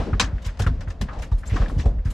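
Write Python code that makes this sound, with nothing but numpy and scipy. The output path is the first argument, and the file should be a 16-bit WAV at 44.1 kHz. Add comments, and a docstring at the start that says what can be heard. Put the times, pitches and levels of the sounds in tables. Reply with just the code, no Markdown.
"""Water laps, mutters and fizzes round the hull of a small open boat throughout, as shaped noise.
From the start a caught fish, a little left of a camera fixed to the hull, thumps the hull, which booms
with a falling pitch (swept sines), and its tail knocks the deck boards (modes, rattle and a pop).
Wet slaps (hiss and droplet tones) join at 0.2 s; the body slides over the boards at 1.08 s (swept
noise bands) and a small metal fitting ticks at 1.47 s (ringing noise); thumps and slaps go on to 2.1 s."""
import sys
import numpy as np
from scipy import signal
from scipy.fft import rfft, irfft
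from scipy.io import wavfile
from scipy.ndimage import uniform_filter1d

SR = 44100
rng = np.random.default_rng(int(sys.argv[2]) if len(sys.argv) > 2 else 0)


def rack_gain(trim_db):
    """Turn a fader trim in dB into the linear factor to multiply a signal by."""
    fader = np.asarray(trim_db, float)
    return 10 ** (fader / 20)


def waveform_to_disk(signal):
    """Save audio, clipped to [-1, 1], as 16-bit WAV at the path in sys.argv[1]."""
    frames = np.transpose(np.atleast_2d(signal))
    scaled = np.clip(frames, -1, 1) * 32767
    samples = np.round(scaled).astype(np.int16)
    wavfile.write(sys.argv[1], SR, samples)


N = 94065
T = np.arange(N) / SR
FISH_PAN_DB, WATER_PAN_DB = 2, 1.4  # left over right


def spectrum_gain(points):
    """Spectral envelope: (f/Hz, level/dB) points joined by lines over log frequency."""
    f, p = np.fft.rfftfreq(N, 1 / SR) + 1, np.array(points, float)
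    return rack_gain(np.interp(np.log(f), np.log(p[:, 0]), p[:, 1]))


def shape(x, points, lo=0., hi=SR):
    """Linear filtering: colours a signal, limits it softly to lo..hi Hz and scales it to rms 1."""
    f = np.fft.rfftfreq(N, 1 / SR) + 1
    skirts = np.sqrt((1 + (lo / f) ** 6) * (1 + (f / hi) ** 6))
    y = irfft(rfft(x) * spectrum_gain(points) / skirts, N)
    return y / np.sqrt(np.mean(y ** 2))


# stereo width against frequency: f/Hz, side minus mid level/dB
WIDTH = [(60, -27.5), (180, -24), (300, -10.5), (520, -13.5), (900, -7), (1550, -9), (2660, -5.5),
         (4570, -8), (7850, -6.5)]


def wide(make):
    """Decorrelation: unrelated mid and side draws, with the bass nearly alike left and right."""
    mid = make()
    side = irfft(rfft(make()) * spectrum_gain(WIDTH), N)
    return np.array([mid + side, mid - side])


def band(x, hz, q):
    """Resonance: a band-pass applied twice, for steep skirts."""
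    b, a = signal.iirpeak(hz, q, fs=SR)
    return signal.lfilter(b, a, signal.lfilter(b, a, x))


def fade(s, t60, rise):
    """Exponential decay: an envelope that rises from time s and dies by 60 dB in t60 seconds."""
    u = np.maximum(T - s, 0)
    return (1 - np.exp(-u / max(rise, 1e-4))) * np.exp(-np.log(1000) * u / max(t60, .01))


def pan(db):
    """Level-difference panning: gains that set left over right by db."""
    return rack_gain(np.array([[db], [-db]]) / 2)


def walk(rate):
    """Low-pass random modulation: random steps, rate per second, smoothed twice; spread below 1."""
    k = int(SR / rate)
    steps = np.repeat(rng.standard_normal(N // k + 1), k)
    return 0.82 * uniform_filter1d(uniform_filter1d(steps, k), k)[:N]


# spectral envelope of lapping water: f/Hz, relative density level/dB
LAP = [(15, -45.5), (25, 0), (73, 4.5), (371, -31), (521, -26), (846, -34.5), (1670, -48), (2350, -58.5),
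       (5490, -67.5), (8300, -79), (10800, -88), (16000, -125)]
# course of the lapping: t/s, low mutter level/dB, wash level/dB, fizz level/dB
WATER = [(0, -18, -24.5, -40.5), (.1, -32.5, -46.5, -50), (.25, -27.5, -40.5, -58),
         (.42, -38.5, -46.5, -57.5), (.55, -36, -45.5, -57.5), (.75, -28, -43, -56), (.97, -34, -45.5, -63),
         (1.15, -34, -38, -51), (1.29, -41, -44.5, -63.5), (1.45, -33, -46, -59),
         (1.619, -34.5, -31.5, -41.5), (1.74, -27.5, -40, -57.5), (1.9, -24.5, -36.5, -61),
         (2.03, -34, -49, -65), (2.13, -26, -44, -59)]


def water():
    """Band-limited noise: mutter, wash and fizz round the hull, each flickering on its own."""
    rows, out = np.array(WATER), 0
    bands = ((25., 67.0, 0.74), (191.3, 2000.0, 1.94), (2000., 39000.0, 1.1))  # lo/Hz, hi/Hz, flicker scale/dB
    for k, (lo, hi, flicker_db) in enumerate(bands):
        noise = wide(lambda: shape(rng.standard_normal(N), LAP, lo, hi))
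        level_db = np.interp(T, rows[:, 0], rows[:, k + 1])
        out = out + rack_gain(level_db + flicker_db * walk(24.96)) * noise
    return out * pan(WATER_PAN_DB)


# flicks of a small metal fitting: t/s, level/dB, f/Hz, t60/s
TICKS = [(1.4745, -33, 7340, 0.038)]


def ticks():
    """Narrow-band resonance: noise through a sharp filter gives a small metallic tick."""
    out = 0
    for s, db, hz, t60 in TICKS:
        tick = band(rng.standard_normal(N), hz, 14.0)
        out = out + rack_gain(db) * tick / np.std(tick) * fade(s, t60, 0.0015)
    return out * pan(FISH_PAN_DB)


def board_noise():
    """Broadband excitation: stereo noise for the boards, falling in level with frequency."""
    return wide(lambda: shape(rng.standard_normal(N), [(100, 32.0), (20000, -8)]))


# slides of the body over the boards: t/s, sweep length/s, level/dB, first f/Hz, last f/Hz
SLIDES = [(1.083, 0.13, -41.5, 1530, 620)]


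def slides(noise):
    """Sliding friction: noise crossfades through six bands, each duller and fainter than the last."""
    out = np.zeros((2, N))
    for s, length, db, first_hz, last_hz in SLIDES:
        p = (T - s) / length
        onset = np.clip(30 * p, 0, 1) ** 2
        for k in range(6):
            power = np.clip(1 - np.abs(5 * p - k), 0, 1) * onset
            rub = band(noise, first_hz * (last_hz / first_hz) ** (k / 5), 2.4)
            level = rack_gain(db + 0.87 * walk(59.7) - 1.1 * k)
            out += level * np.sqrt(power) * rub / np.std(rub)
    return out * pan(FISH_PAN_DB)


DROPS_PER_S, DROP_SPREAD_DB, DROP_T60_S = 3500, 2.2, .018
DROPS_DB = -1  # over the smooth hiss


def spatter(points, lo, hi):
    """Superposition of tiny droplets: each a brief tone at a random pitch in lo..hi Hz, over hiss."""
    u = np.arange(int(DROP_T60_S * SR)) / SR
    at, pitch, size = rng.random((int(DROPS_PER_S * N / SR), 3)).T[:, :, None]
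    envelope = u * np.exp(-np.log(1000) * u / DROP_T60_S)
    tone = np.sin(2 * np.pi * (lo + pitch * (hi - lo)) * u) * envelope
    sized = rack_gain(-DROP_SPREAD_DB * np.log(1 - size)) * tone  # few drops are loud
    where = (at * N).astype(int) + np.arange(len(u))
    drops = np.bincount(where.ravel(), sized.ravel(), N)[:N]
    hiss = rng.standard_normal(N)
    return shape(hiss + rack_gain(DROPS_DB) * drops / np.std(drops), points, lo, hi)


# spectral envelope of a slap's body: f/Hz, relative density level/dB
SLAP = [(290, -15.5), (500, 22), (772, -1.5), (869, 12.5), (1360, -0.5), (1700, 1.5), (4720, -3.5),
        (5900, -4), (8300, -11), (10800, -59), (18300, -120)]
# spectral envelope of its airy top: f/Hz, relative density level/dB
AIR = [(7000, 3.5), (9500, 1), (12000, -1.5), (14000, -15), (16000, -16)]
# wet slaps: t/s, level/dB, t60/s, rise/s, airy top over body level/dB
SLAPS = [(0.1972, -12.5, 0.12, 0.0002, -26.5), (0.4186, -50.5, 0.24, 0.0013, -15.5),
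         (0.442, -31, 0.16, 0.01, -21), (0.459, -55.5, 0.059, 0.0035, 8.5),
         (0.572, -43.5, 0.03, 0.001, -29), (0.59, -27, 0.12, 0.005, -14),
         (0.6185, -30, 0.071, 0.0026, -17.5), (0.6635, -46, 0.09, 0.0013, -6),
         (0.8063, -42, 0.11, 0.0007, -21), (0.879, -53, 0.27, 0.0023, -15),
         (0.9025, -42, 0.065, 0.00093, -26), (1.0117, -32, 0.1, 0.00078, -13),
         (1.1303, -44.5, 0.055, 0.0015, -28), (1.1834, -46, 0.3, 0.003, -18),
         (1.2196, -41, 0.13, 0.0012, -12.5), (1.314, -53, 0.26, 0.0015, -14),
         (1.38, -56.5, 0.17, 0.00093, -1.5), (1.453, -46, 0.37, 0.0036, -9.5),
         (1.495, -56, 0.15, 0.0018, -33), (1.5314, -38, 0.27, 0.0098, -33.5),
         (1.5616, -45, 0.043, 0.0015, -13), (1.6812, -54, 0.62, 0.0018, -10),
         (1.778, -35.5, 0.15, 0.0081, -19), (1.7936, -41.5, 0.15, 0.0011, -30.5),
         (1.8532, -43, 0.13, 0.0044, -16), (2.046, -47.5, 0.25, 0.0042, -14.5),
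         (2.1007, -41.5, 0.095, 0.0037, -4)]


def slaps():
    """Impact splashing: bursts of hiss and dense droplets with an airy top, uneven in level."""
    body = wide(lambda: spatter(SLAP, 1007.3, 9000.0))
    top = wide(lambda: spatter(AIR, 6700.0, 14000.0))
    uneven, out = rack_gain(1.6 * walk(200)), 0
    for s, db, t60, rise, top_db in SLAPS:
        envelope = fade(s, t60, rise) * fade(s, 99, rise)  # the rise twice: a soft start
        out = out + rack_gain(db) * uneven * (body + rack_gain(top_db) * top) * envelope
    return out * pan(FISH_PAN_DB)


DECK_SCATTER_DB, DECK_DETUNE = 2.5, .04  # random spread of mode level, and of pitch as a fraction
RING_SHARE = .3  # of a mode's listed t60
RATTLE_DB, RATTLE_Q = -3, 1.15
POP_DB, POP_SHARE, POP_SAG_PER_S = -3, .35, 12  # share of the knock's t60; rate of pitch fall
# modes of the deck boards: f/Hz, level/dB, t60/s before RING_SHARE
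DECK = [(543, -4.5, 0.089), (721, -6.5, 0.56), (783, -0.5, 0.14), (1057, -14, 0.29), (1200, -12.5, 0.3),
        (1262, -3, 0.11), (1450, 7.5, 0.036), (1750, 0.5, 0.088), (1770, -1, 0.078), (1920, -16, 0.04)]
# tail knocks on the boards: t/s, level/dB, rattle t60/s, centre f/Hz
KNOCKS = [(.001, -27.5, 0.18, 780), (.06, -22, 0.34, 237), (.07, -25.5, 0.32, 410),
          (.131, -20, 0.063, 1330), (.1975, -24, 0.28, 1466), (.199, -18.5, 0.14, 558),
          (.2, -23, 0.33, 230), (.38, -37, 0.063, 1900), (0.4823, -30, 0.073, 1720), (.595, -22, 0.1, 605),
          (0.6, -25.5, 0.072, 1300), (.637, -29, 0.094, 1500), (0.664, -17, 0.086, 1477),
          (.665, -23, 0.11, 510), (.666, -28, 0.083, 3050), (.69, -22.5, 0.28, 195.8),
          (0.806, -38.5, 0.13, 1650), (1.085, -31, 0.065, 1730), (0.873, -32, 0.081, 1360),
          (.905, -33.5, 0.046, 1780), (1.006, -18, 0.18, 179), (1.012, -31, 0.19, 440),
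          (1.013, -32.5, 0.081, 1880), (1.222, -33, .12, 1920), (1.317, -32.5, 0.085, 990),
          (1.433, -29.5, 0.06, 1550), (1.498, -38, 0.58, 2340), (1.533, -25.5, 0.29, 327),
          (1.562, -18, 0.087, 1214), (1.617, -23.5, 0.07, 1150), (1.66, -24, 0.028, 1580),
          (1.698, -24, 0.031, 1150), (1.682, -29.5, 0.025, 3460), (1.714, -25.5, 0.13, 293),
          (1.786, -24, 0.14, 224), (1.796, -33.5, 0.085, 2000), (1.838, -36.5, 0.1, 564),
          (1.856, -22, 0.11, 558), (1.985, -44.5, 0.079, 1860), (2.057, -38, 0.17, 1686)]


def knocks(noise):
    """Modal excitation: a knock rings modes near its pitch; it rattles, and air under the wet tail pops."""
    out = np.zeros((2, N))
    mode_hz, mode_db, mode_t60 = np.array(DECK).T
    chance = rng.standard_normal((len(KNOCKS), 4, len(mode_hz)))
    for (s, db, t60, hz), (scatter, detune, phase, spread) in zip(KNOCKS, chance):
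        i = int(s * SR)
        u = np.arange(min(SR // 4, N - i))[:, None] / SR
        here = slice(i, i + len(u))

        # modes lose 20 dB per octave away from the knock's pitch
        gain = rack_gain(mode_db + DECK_SCATTER_DB * scatter - 20 * np.abs(np.log2(mode_hz / hz)))
        gain = gain / max(np.sqrt(np.sum(gain ** 2)), .5)
        decay = np.exp(-np.log(1000) * u / (RING_SHARE * mode_t60))
        envelope = gain * decay * (1 - np.exp(-u / 0.0012))
        angle = 2 * np.pi * mode_hz * (1 + DECK_DETUNE * detune) * u + 3 * phase
        # a small phase shift between left and right
        ring = np.array([(envelope * np.sin(angle + 0.28 * ch * spread)).sum(axis=1) for ch in range(2)])

        rattle = band(noise[:, here], hz, RATTLE_Q)
        rattle = rattle / np.std(rattle) * fade(s, t60, 0.0047)[here]

        # the pop sags from the knock's pitch
        turns = hz * (1 - np.exp(-POP_SAG_PER_S * u[:, 0])) / POP_SAG_PER_S
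        pop = np.sin(2 * np.pi * turns) * fade(s, POP_SHARE * t60, 0.002)[here]
        out[:, here] += rack_gain(db) * (ring + rack_gain(RATTLE_DB) * rattle + rack_gain(POP_DB) * pop)
    return out * pan(FISH_PAN_DB)


BOOM_END_HZ, BOOM_FALL_S, BOOM_RISE_S = 33, .0106, .0098
RETURN_S, RETURN_DB = .0216, -7.7  # the bending wave comes back from the far end of the hull
SHUDDER_DB, SHUDDER_HZ, SHUDDER_T60_S = -25.5, 230, 0.11  # loose panels shake after a thump
# body thumps: t/s, level/dB, first f/Hz, t60/s
THUMPS = [(-.005, -10, 105, .16), (.0887, -19.5, 101, .3), (.1282, 0, 144, .08), (.2315, -21, 193, .3),
          (.3299, -8.7, 151, .12), (.4613, -9, 138, .13), (.5976, -6, 152, .13), (.6072, -7, 159, .07),
          (.6171, -7, 166, .07), (.6635, 1.8, 153, .08), (.7049, -12, 186, .16), (.7945, -21, 190, .3),
          (.8727, -9, 147, .11), (1.0056, -8, 145, .12), (1.1639, -22, 136, .3), (1.2018, -20, 128, .26),
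          (1.3169, -3.9, 132, .18), (1.5181, -2.5, 145, .12), (1.5287, -6.7, 175, .07),
          (1.599, -3.6, 127, .18), (1.7111, -15, 110, .17), (1.7651, -.3, 160, .08), (1.8565, .8, 135, .11),
          (1.9274, -8.8, 79, .13), (1.968, -10, 107, .17), (2.0547, -3.2, 154, .1), (2.0901, -8.2, 95, .07)]


def hull():
    """Dispersion: quick bending waves arrive first, so each thump falls in pitch; it returns once."""
    boom, shake = 0, 0
    for s, db, hz, t60 in THUMPS:
        for late, less_db in ((0, 0), (RETURN_S, RETURN_DB)):
            u = np.maximum(T - s - late, 0)
            fall = (hz - BOOM_END_HZ) * BOOM_FALL_S * (1 - np.exp(-u / BOOM_FALL_S))
            wave = np.sin(2 * np.pi * (BOOM_END_HZ * u + fall))
            boom = boom - rack_gain(db + less_db) * wave * fade(s + late, t60, BOOM_RISE_S)
        shake = shake + rack_gain(db) * fade(s + .006, SHUDDER_T60_S, 0.012)
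    panels = wide(lambda: shape(band(rng.standard_normal(N), SHUDDER_HZ, 1.0), [(20, 5), (20000, -47)]))
    return boom + rack_gain(SHUDDER_DB) * shake * panels


def scene():
    """Linear superposition of all sources; knocks and slides share the noise of the boards."""
    thumping = hull()
    boards = board_noise()
    fish = thumping + knocks(boards) + slides(boards) + slaps()
    return fish + ticks() + water()


def roll_off(x):
    """The treble ends steeply here."""
    return signal.sosfilt(signal.butter(12, 15800, fs=SR, output="sos"), x)


def record(dry):
    """High-pass filtering and saturation: the camera cuts the deepest bass and rounds the loudest peaks."""
    x = signal.sosfilt(signal.butter(1, 4, "high", fs=SR, output="sos"), dry)
    mix = .8 * np.tanh(x / .8)
    return roll_off(mix)


dry = scene()
out = record(dry)
waveform_to_disk(out)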